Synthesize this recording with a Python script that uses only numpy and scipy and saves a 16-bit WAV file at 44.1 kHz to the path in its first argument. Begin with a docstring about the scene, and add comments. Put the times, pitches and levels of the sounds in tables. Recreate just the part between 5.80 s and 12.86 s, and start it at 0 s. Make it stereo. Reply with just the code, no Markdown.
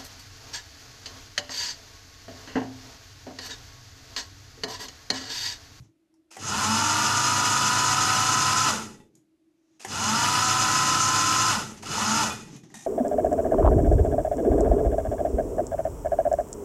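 """A soft bump and a rustle of cloth, then an electric sewing machine stitches three short runs in a small room.
The first two runs start with a buzz; the third catches the coasting motor with a bright click. The motor
whines up and coasts down; its belt drives the needle works, which clatter and shake the wooden table.
Soft knocks and rumbles come as the machine slows or stops, hands push the cloth and steel ticks lightly.
At the end scissors clink as they are brought in, and their blades scrape open."""
import sys
import numpy as np
from scipy import signal
from scipy.fft import rfft, irfft
from scipy.io import wavfile
from scipy.ndimage import uniform_filter1d

SR = 44100
rng = np.random.default_rng(int(sys.argv[2]) if len(sys.argv) > 2 else 0)


def bounce(signal):
    """Save signal as a 16-bit WAV file at the path given by the first command-line argument."""
    frames = np.transpose(np.atleast_2d(signal))
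    limited = np.clip(frames, -1, 1)
    pcm = np.round(limited * 32767).astype(np.int16)
    wavfile.write(sys.argv[1], SR, pcm)


N = 311457
TIME = np.arange(N) / SR
TOP_TURNS_PER_S, STITCHES_PER_TURN, MAINS_PULL_HZ = 263.7, .1086, 100

# runs of stitching: (pedal down [s], spin-up starts [s], pedal up [s],
# early drag of the cloth [turns/s], buzz or click [dB], clack strength [dB])
RUNS = [(0.512, 0.568, 2.872, 35.3, -49.5, -31.5), (4.001, 4.048, 5.70, 15.7, -47.5, -24.5),
        (6.029, 6.032, 6.408, 24.0, -41.5, -33.5)]
# resonances of the needle works and of the scissor blades: (centre [Hz], width [Hz], lift [dB])
WORKS_MODES = [(1750, 87, 6.1), (1943, 22, 11), (2570, 60, 3), (2944, 140, 9.4), (3450, 360, 6.9),
               (4174, 80, 5.4), (5100, 290, 3.6), (5100, 92, 8.5), (6580, 81, 5.3), (8650, 73, 7.4)]
BLADE_MODES = [(1860, 110, 18), (2430, 50, 11), (3740, 80, 12), (6020, 70, 6), (6900, 90, 9.4)]


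def from_db(db):
    """Decibels to gain."""
    return 10 ** (np.asarray(db) / 20)


def noise():
    """White noise."""
    return rng.standard_normal(N)


def drift(rate_hz):
    """A random wander with a spread of about one."""
    knots = rng.standard_normal(2048)
    return np.interp(TIME * rate_hz, np.arange(len(knots)), knots)


def cycle(turns):
    """A sine that follows a phase in turns, from a random starting angle."""
    return np.sin(2 * np.pi * (turns + rng.random()))


def gate(start, end, fade_s):
    """Fully open between two times, with short ramps outside."""
    return np.interp(TIME, [start - fade_s, start, end, end + fade_s], [0, 1, 1, 0])


def swell(peak_s, rise_s, fall_s):
    """An envelope that grows to one and dies away again."""
    return np.exp(-np.abs((TIME - peak_s) / np.where(TIME < peak_s, rise_s, fall_s)))


def burst(start_s, decay_s):
    """A contact that chatters and dies within milliseconds."""
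    return noise() * (TIME >= start_s) * np.exp(-np.maximum(TIME - start_s, 0) / decay_s)


def evened(x, size=4400):
    """Ride the level to unit power; knocks and beats stay."""
    power = uniform_filter1d(uniform_filter1d(x ** 2, size), size)
    return x / np.sqrt(np.abs(power) + 1e-6 * np.mean(x ** 2))


def body(x, colour, modes=(), size=16384):
    """A resonant body of unit energy: a broad colour lifted by modes that ring after each push."""
    hz = np.maximum(np.arange(size // 2 + 1) * SR / size, 1)
    points = np.array(colour, float)
    db = np.interp(np.log(hz), np.log(points[:, 0]), points[:, 1])
    for centre, width, lift in modes:
        db = db + lift / (1 + (2 * (hz - centre) / width) ** 2)
    cepstrum = irfft(np.log(from_db(db)))
    cepstrum[1:size // 2] *= 2   # minimum phase: nothing rings before the push
    cepstrum[size // 2 + 1:] = 0
    response = irfft(np.exp(rfft(cepstrum)))[:size // 2]
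    return signal.oaconvolve(x, response / np.linalg.norm(response))[:N]


def ring(pushes, modes):
    """Each push sets every mode ringing as a dying sine."""
    out = 0
    for hz, db, t60 in modes:
        decay, angle = from_db(-60 / (t60 * SR)), 2 * np.pi * hz / SR
        feedback = [1, -2 * decay * np.cos(angle), decay * decay]
        out = out + from_db(db) * signal.lfilter([0, np.sin(angle)], feedback, pushes + 1e-18)
    return out


def room(x, wet_db, t60_s=0.25):
    """Direct sound and the short diffuse tail of a small room."""
    t = TIME[:SR // 2]
    tail = rng.standard_normal(len(t)) * from_db(-60 * t / t60_s) * (t > .003)
    return x + from_db(wet_db) * signal.oaconvolve(x, tail / np.linalg.norm(tail))[:N]


def spread(mid, side, side_db):
    """Stereo width in the treble only."""
    treble = signal.sosfilt(signal.ellip(8, .5, 70, 4600, "high", fs=SR, output="sos"), side)
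    return mid + from_db(side_db) * treble * np.array([[1], [-1]])


def room_tone(level_db=-67):
    """The air of the room, with a faint wavering hum gathered round one pitch."""
    air = [(25, -48), (45, -24.5), (240, -20), (290, -10), (322, 0.5), (355, -11.5), (440, -33), (630, -22),
           (760, -34), (2200, -36.5), (13000, -46.5)]   # (frequency [Hz], level [dB])
    hum = [(322, 10, 4.5)]   # (centre [Hz], width [Hz], lift [dB])
    return from_db(level_db) * body(noise(), air, hum)


def bumps_and_rubs(bump_db=-37):
    """A hand bumps the table dully; then brief swells each mix a table rumble with a brighter rub."""
    # the table's bump and rumble, a curve each, and the rub: (frequency [Hz], level [dB])
    wood_colours = [
        [(30, -29), (100, 9), (140, -3), (220, -17), (400, -28), (1000, -50)],
        [(30, -30), (80, -21), (130, 8.5), (220, -0.5), (380, -2.5), (520, -19.5), (800, -20), (1400, -53)],
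    ]
    rub_colour = [(400, -15.5), (800, 3), (1400, -4), (2000, -2.5), (4700, -4.5), (6400, 3), (8500, -13),
                  (13000, -25)]
    # soft knocks and rumbles as the machine slows or stops, and pushes of the cloth:
    # (peak time [s], rise [s], rumble [dB], rub [dB])
    swells = [(0.05, .08, -63, -67.5), (3.37, .03, -61.5, -74), (3.97, .13, -76, -73.5),
              (5.975, 0.0043, -47, -49), (6.76, 0.11, -44.5, -51.5), (6.836, 0.0022, -47, -57.5),
              (6.92, 0.018, -53, -61), (7.03, 0.039, -59, -61)]
    dull, light = (body(noise(), colour) for colour in wood_colours)
    bump = from_db(bump_db) * swell(peak_s=0.0024, rise_s=.03, fall_s=.03) * dull
    rumble = light * sum(from_db(db) * swell(s, rise, fall_s=0.047) for s, rise, db, _ in swells)
    rub = sum(from_db(db) * swell(s, rise, fall_s=0.031) for s, rise, _, db in swells)
    return bump + rumble + spread(*(rub * body(noise(), rub_colour) for _ in range(2)), side_db=-11)


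def steel_ticks(trim_db=-6):
    """The presser foot and the scissors tick: bright steel over a dull body."""
    ticks = [(0.3405, -58, -3), (3.3526, -45.5, -9), (6.764, -39.5, -15), (6.835, -61, 16),
             (6.901, -56, 15.5), (6.9413, -35.5, 6.5)]   # light contacts: (time [s], strength [dB], body relative to steel [dB])
    # the bright and the dull part of a tick: (frequency [Hz], level [dB])
    steel_colour = [(800, -17), (2500, -15), (4500, -7), (6300, 3), (9000, -5), (13000, -10)]
    dull_colour = [(150, -4), (300, 8), (500, -12), (800, 2.5), (1300, -16), (1900, 3), (2800, -43),
                   (6000, -36)]
    taps = [from_db(db + trim_db) * burst(s, decay_s=.003) for s, db, _ in ticks]
    dull_taps = [tap * from_db(dull_db) for tap, (_, _, dull_db) in zip(taps, ticks)]
    return body(sum(taps), steel_colour, BLADE_MODES) + body(sum(dull_taps), dull_colour)


def switch_on(mains_depth=0.3):
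    """The brushes buzz with the mains before the first two runs; the third burst is a bright click."""
    fizz_colour = [(120, -39), (200, -8), (667, -4), (1090, -5), (1520, -7), (2310, -7), (2520, 1.5),
                   (3270, -10), (4100, -9), (4970, -3), (6030, -3), (6690, -2.5), (13000, -21)]   # (frequency [Hz], level [dB])
    bursts = sum(from_db(db) * gate(down, spin, fade_s=0.0067) for down, spin, *_, db, _ in RUNS)
    level = bursts * (1 + mains_depth * cycle(MAINS_PULL_HZ * TIME))
    return spread(*(level * body(noise(), fizz_colour) for _ in range(2)), side_db=-12)


def start_clacks(trim_db=-4):
    """The works clack as each run takes hold."""
    clack_colour = [(80, -19), (350, -2), (850, 6.5), (1300, -10), (2000, -3.5), (4000, -20.5), (6500, -6),
                    (12000, -21)]   # (frequency [Hz], level [dB])
    jolts = sum(from_db(db + trim_db) * burst(spin, decay_s=0.0081) for _, spin, *_, db in RUNS)
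    return body(jolts, clack_colour, WORKS_MODES[:5])


def shaft_speed(spin_up_s=.121, drag_eases_s=1.6, coast_s=.2, friction_turns_per_s=25):
    """Turns per second: each run spins up from the speed left, then coasts against dry friction."""
    speed = np.zeros(N)
    for _, spin, up, drag, *_ in RUNS:
        start, stop = int(spin * SR), int(up * SR)
        t = TIME[:N - start]
        aim = TOP_TURNS_PER_S - drag * np.exp(-t / drag_eases_s)
        speed[start:] = aim + (speed[start] - aim) * np.exp(-t / spin_up_s)
        decay = np.exp(-TIME[:N - stop] / coast_s)
        speed[stop:] = np.maximum((speed[stop] + friction_turns_per_s) * decay - friction_turns_per_s, 0)
    return speed


def loudness(law, speed, current):
    """Gain lags behind the effort: the speed plus the strain of pulling up to it."""
    top_db, exponent, strain, lag_s = law
    pace = speed / TOP_TURNS_PER_S
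    effort = (pace + min(strain, 1) * current * (1 - pace)) * (speed > 0)
    hold = np.exp(-1 / (lag_s * SR))
    return from_db(top_db) * signal.lfilter([1 - hold], [1, -hold], effort + 1e-18) ** exponent


def knocks(turns, scatter_db):
    """One push for every contact of every stitch, with a random scatter of force."""
    # needle, hook, take-up lever, feed dog: (place in the stitch [0-1], level [dB])
    contacts = [(.05, -10.5), (.29, -11), (0.523, -13), (.8, -15.5)]
    stitches = turns * STITCHES_PER_TURN
    pushes = sum(from_db(db) * (np.diff(np.floor(stitches - place), prepend=-1) > 0)
                 for place, db in contacts)
    return pushes * (stitches > 0) * from_db(scatter_db * np.clip(noise(), -2, 2))


def motor_whine(speed, turns, current, belt_depth=0.072, mains_depth=0.13, waver_db=1.5,
                rasp_db=-4.5, rasp_depth=0.48):
    """Rotor and bearing tones and a rasp once a turn, swayed by belt and mains, ring in the housing."""
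    # tones, whole from the rotor and the rest from its bearings: (multiple of the speed), (level [dB])
    multiples = [2.768, 3, 3.768, 3.857, 4, 5, 5.143, 5.231, 5.768, 6]
    levels = [-4, 1.5, -3, -16.5, 3.5, 1, -6, -6.5, -8.5, -5]
    housing_colour = [(200, -20.5), (480, -20.5), (680, -16), (860, -13), (1000, -7.5), (1130, -6.5),
                      (1340, 6), (1510, -0.5), (1620, -23.5), (2300, -34), (5000, -65.5)]   # (frequency [Hz], level [dB])
    housing_modes = [(756.5, 11, 11), (876, 74, 14), (939, 19, 4), (1027, 71, 7.9), (1261, 67, 1),
                     (1323, 19, 2)]   # (centre [Hz], width [Hz], lift [dB])
    belt_laps = turns * .0495
    belt_sway = belt_depth * (0.16 * cycle(belt_laps) + cycle(2 * belt_laps))
    load = 1 + belt_sway + mains_depth * current * cycle(MAINS_PULL_HZ * TIME)
    tones = sum(from_db(db + waver_db * drift(9.7)) * cycle(k * turns + 0.043 * drift(25))
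                for k, db in zip(multiples, levels))
    whine = evened(body(tones * load, housing_colour, housing_modes)) * (speed / speed.max()) ** 2
    # part of the rasp escapes directly, so it rings a little less
    rasp_modes = [(hz, width, lift * 0.96) for hz, width, lift in housing_modes]
    scrape = noise() * load * (1 + rasp_depth * cycle(turns))
    rasp = evened(body(scrape, housing_colour, rasp_modes))
    return evened(whine + from_db(rasp_db) * rasp)


def table_shake(speed, turns, current, thud_db=-10, rumble_db=-7, hum_db=-5):
    """The swinging needle works, their knocks and the mains hum shake the table."""
    # swing of the works: (multiple of the stitch rate), (level [dB])
    multiples = [2, 3, 4, 5, 6, 7, 8, 10, 11, 12]
    levels = [7, -3.5, 8, 3, -1, -7, -7.5, 0, -4, -0.5]
    wood_colour = [(20, -24), (45, -30.5), (80, -10), (120, -9), (170, -4.5), (300, -5), (420, -1),
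                   (600, -16), (1200, -41.5)]   # (frequency [Hz], level [dB])
    wood_modes = [(107.8, 46, 6.5), (133.7, 15, 7.8), (218.5, 50, 11.8), (305, 22, 8.4)]   # (centre [Hz], width [Hz], lift [dB])
    stitches, pace = turns * STITCHES_PER_TURN, speed / speed.max()
    swing = sum(from_db(db + 2.59 * drift(8)) * cycle(k * stitches + 0.091 * drift(8))
                for k, db in zip(multiples, levels))
    shake = pace * evened(body(swing, wood_colour, wood_modes))
    hum = current * cycle(MAINS_PULL_HZ * TIME) * from_db(2.2 * drift(8.1))
    thuds = evened(body(knocks(turns, scatter_db=8.0), wood_colour, wood_modes))
    rumble = body(noise(), wood_colour, wood_modes)
    rumble /= np.sqrt(np.mean(rumble ** 2))
    return evened(shake + from_db(hum_db) * hum + from_db(thud_db) * thuds + from_db(rumble_db) * rumble)


def needle_clatter(speed, turns, rattles_per_turn=16, knock_db=8, hiss_db=-4, turn_depth=0.18,
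                   flutter_db=0.97, plate_db=2.5):
    """Stitch contacts, loose parts rattling with each turn and sliding steel ring the metal works."""
    works_colour = [(300, -17), (900, -4.5), (1600, -5.5), (2200, -8.5), (2650, -3.5), (3250, -12),
                    (4600, -5.5), (5450, -6), (5900, -0.5), (7200, -2), (8000, -10), (9300, -16),
                    (10700, -16), (12000, -22)]   # (frequency [Hz], level [dB])
    strikes = from_db(knock_db) * knocks(turns, scatter_db=0.5)
    force = (1 + turn_depth * cycle(turns)) * from_db(flutter_db * drift(45))
    plate_surge = from_db(plate_db * drift(32)) - 1   # thin plates rattle in surges of their own
    plate_band = signal.butter(1, [5600, 7600], "band", fs=SR, output="sos")
    mid_and_side = []
    for _ in range(2):
        rattles = (rng.random(N) < rattles_per_turn * speed / SR) * rng.uniform(-2, 2, N)
        hiss = from_db(hiss_db) * noise() * np.sqrt(.1 + speed / speed.max())
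        drive = strikes + force * (rattles + hiss)
        drive = drive + plate_surge * signal.sosfilt(plate_band, drive)
        mid_and_side.append(evened(body(drive, works_colour, WORKS_MODES)))
    return spread(*mid_and_side, side_db=-4.3)


def mount_boom(speed, turns, current, peak_db=-25.5, octave_db=-2, coast_share=0.67):
    """The unbalanced rotor booms through its mount's resonance, and at half that speed when coasting."""
    mount_modes = [(216.4, 28, 30)]   # (centre [Hz], width [Hz], lift [dB])
    mount_colour = [(20, -3.5), (260, -4.5), (450, -11.0)]   # (frequency [Hz], level [dB])
    pace = speed / TOP_TURNS_PER_S
    unbalance = cycle(turns) * pace ** 2 * (coast_share + (1 - coast_share) * current)
    octave = from_db(octave_db) * cycle(2 * turns) * pace * (1 - current)
    boom = body(unbalance + octave, mount_colour, mount_modes)
    return from_db(peak_db) * boom / np.abs(boom).max()


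def run_down(speed, turns, current, groan_db=-36, ring_db=-35, slide_db=-31, flutter_db=2):
    """Pedal up: the rotor groans downwards, the slack works slide, the last stitches ring the steel."""
    slide_colour = [(200, -12), (550, 1.5), (900, 4), (1600, -2), (3000, -2), (4500, -7), (7000, -3),
                    (9000, -6.5), (13000, -15.5)]   # (frequency [Hz], level [dB])
    steel_ring = [(854, 5, 0.2), (1942, 2, 0.16), (2660, -3, .15), (3560, -5, 0.21)]   # (frequency [Hz], level [dB], t60 [s])
    pace, coasting = speed / TOP_TURNS_PER_S, 1 - current
    rough_tones = sum(cycle(k * turns + .25 * drift(90)) for k in (3, 4))
    groan = from_db(groan_db) * pace ** 2.6 * rough_tones
    strikes = from_db(ring_db) * pace * knocks(turns, scatter_db=2.5)
    rub = from_db(slide_db + flutter_db * drift(70)) * pace ** 1.8
    slide = spread(*(rub * body(noise(), slide_colour) for _ in range(2)), side_db=-6.5)
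    return coasting * (groan + slide) + ring(coasting * strikes, steel_ring)


def scissor_clinks():
    """The blades touch and ring on as the scissors are brought in."""
    clinks = [(6.504, -37), (6.61, -54), (6.765, -61)]   # (time [s], level [dB])
    blade_ring = [(2480, 2, 0.27), (3000, -3, .15), (3440, -5, 0.23), (4840, -7, .12)]   # (frequency [Hz], level [dB], t60 [s])
    touches = np.zeros(N)
    for s, db in clinks:
        touches[int(s * SR)] = from_db(db)
    return ring(touches, blade_ring)


def scissor_scrape(start_s=6.942, level_db=-45, fade_db_per_s=30, grit_db=3):
    """The blades part and scrape along each other, ringing as they go."""
    blade_colour = [(40, -28), (130, 13), (220, 15), (350, -5), (520, -10), (800, 5), (1300, -8),
                    (2200, -4.5), (4800, -6), (6100, 5), (8500, -1), (12500, -15)]   # (frequency [Hz], level [dB])
    fade_db = fade_db_per_s * np.maximum(TIME - start_s, 0)
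    level = (TIME > start_s) * from_db(level_db - fade_db + grit_db * drift(280))
    return spread(*(body(level * noise(), blade_colour, BLADE_MODES) for _ in range(2)), side_db=-15)


def scene():
    """One shaft drives motor, table and needle works; small noises and room tone surround them."""
    # how each layer follows effort:
    # (level at top speed [dB], exponent, strain at standstill [capped at 1], lag [s])
    shake_law = (-35, 1.4, 1.5, 0.0742)
    whine_law = (-24.5, 3.2, 0.56, 0.0452)
    clatter_law = (-24.5, 2.45, .41, 0.02)
    speed = shaft_speed()
    turns = np.cumsum(speed) / SR
    current = sum(gate(down, up, fade_s=0.028) for down, _, up, *_ in RUNS)
    shake = loudness(shake_law, speed, current) * table_shake(speed, turns, current)
    boom = mount_boom(speed, turns, current)
    whine = loudness(whine_law, speed, current) * motor_whine(speed, turns, current)
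    clatter = loudness(clatter_law, speed, current) * needle_clatter(speed, turns)
    machine = shake + boom + whine + clatter + run_down(speed, turns, current) + switch_on()
    hits = start_clacks() + steel_ticks()
    hits_in_room = spread(room(hits, wet_db=-3), room(hits, wet_db=0), side_db=-8)
    return machine + hits_in_room + bumps_and_rubs() + scissor_clinks() + scissor_scrape() + room_tone()


def record(dry):
    """A steep low-pass takes off the highest treble."""
    cutoff_hz = 13100
    return signal.sosfilt(signal.ellip(12, .2, 80, cutoff_hz, fs=SR, output="sos"), dry)


dry = scene()
out = record(dry)
bounce(out)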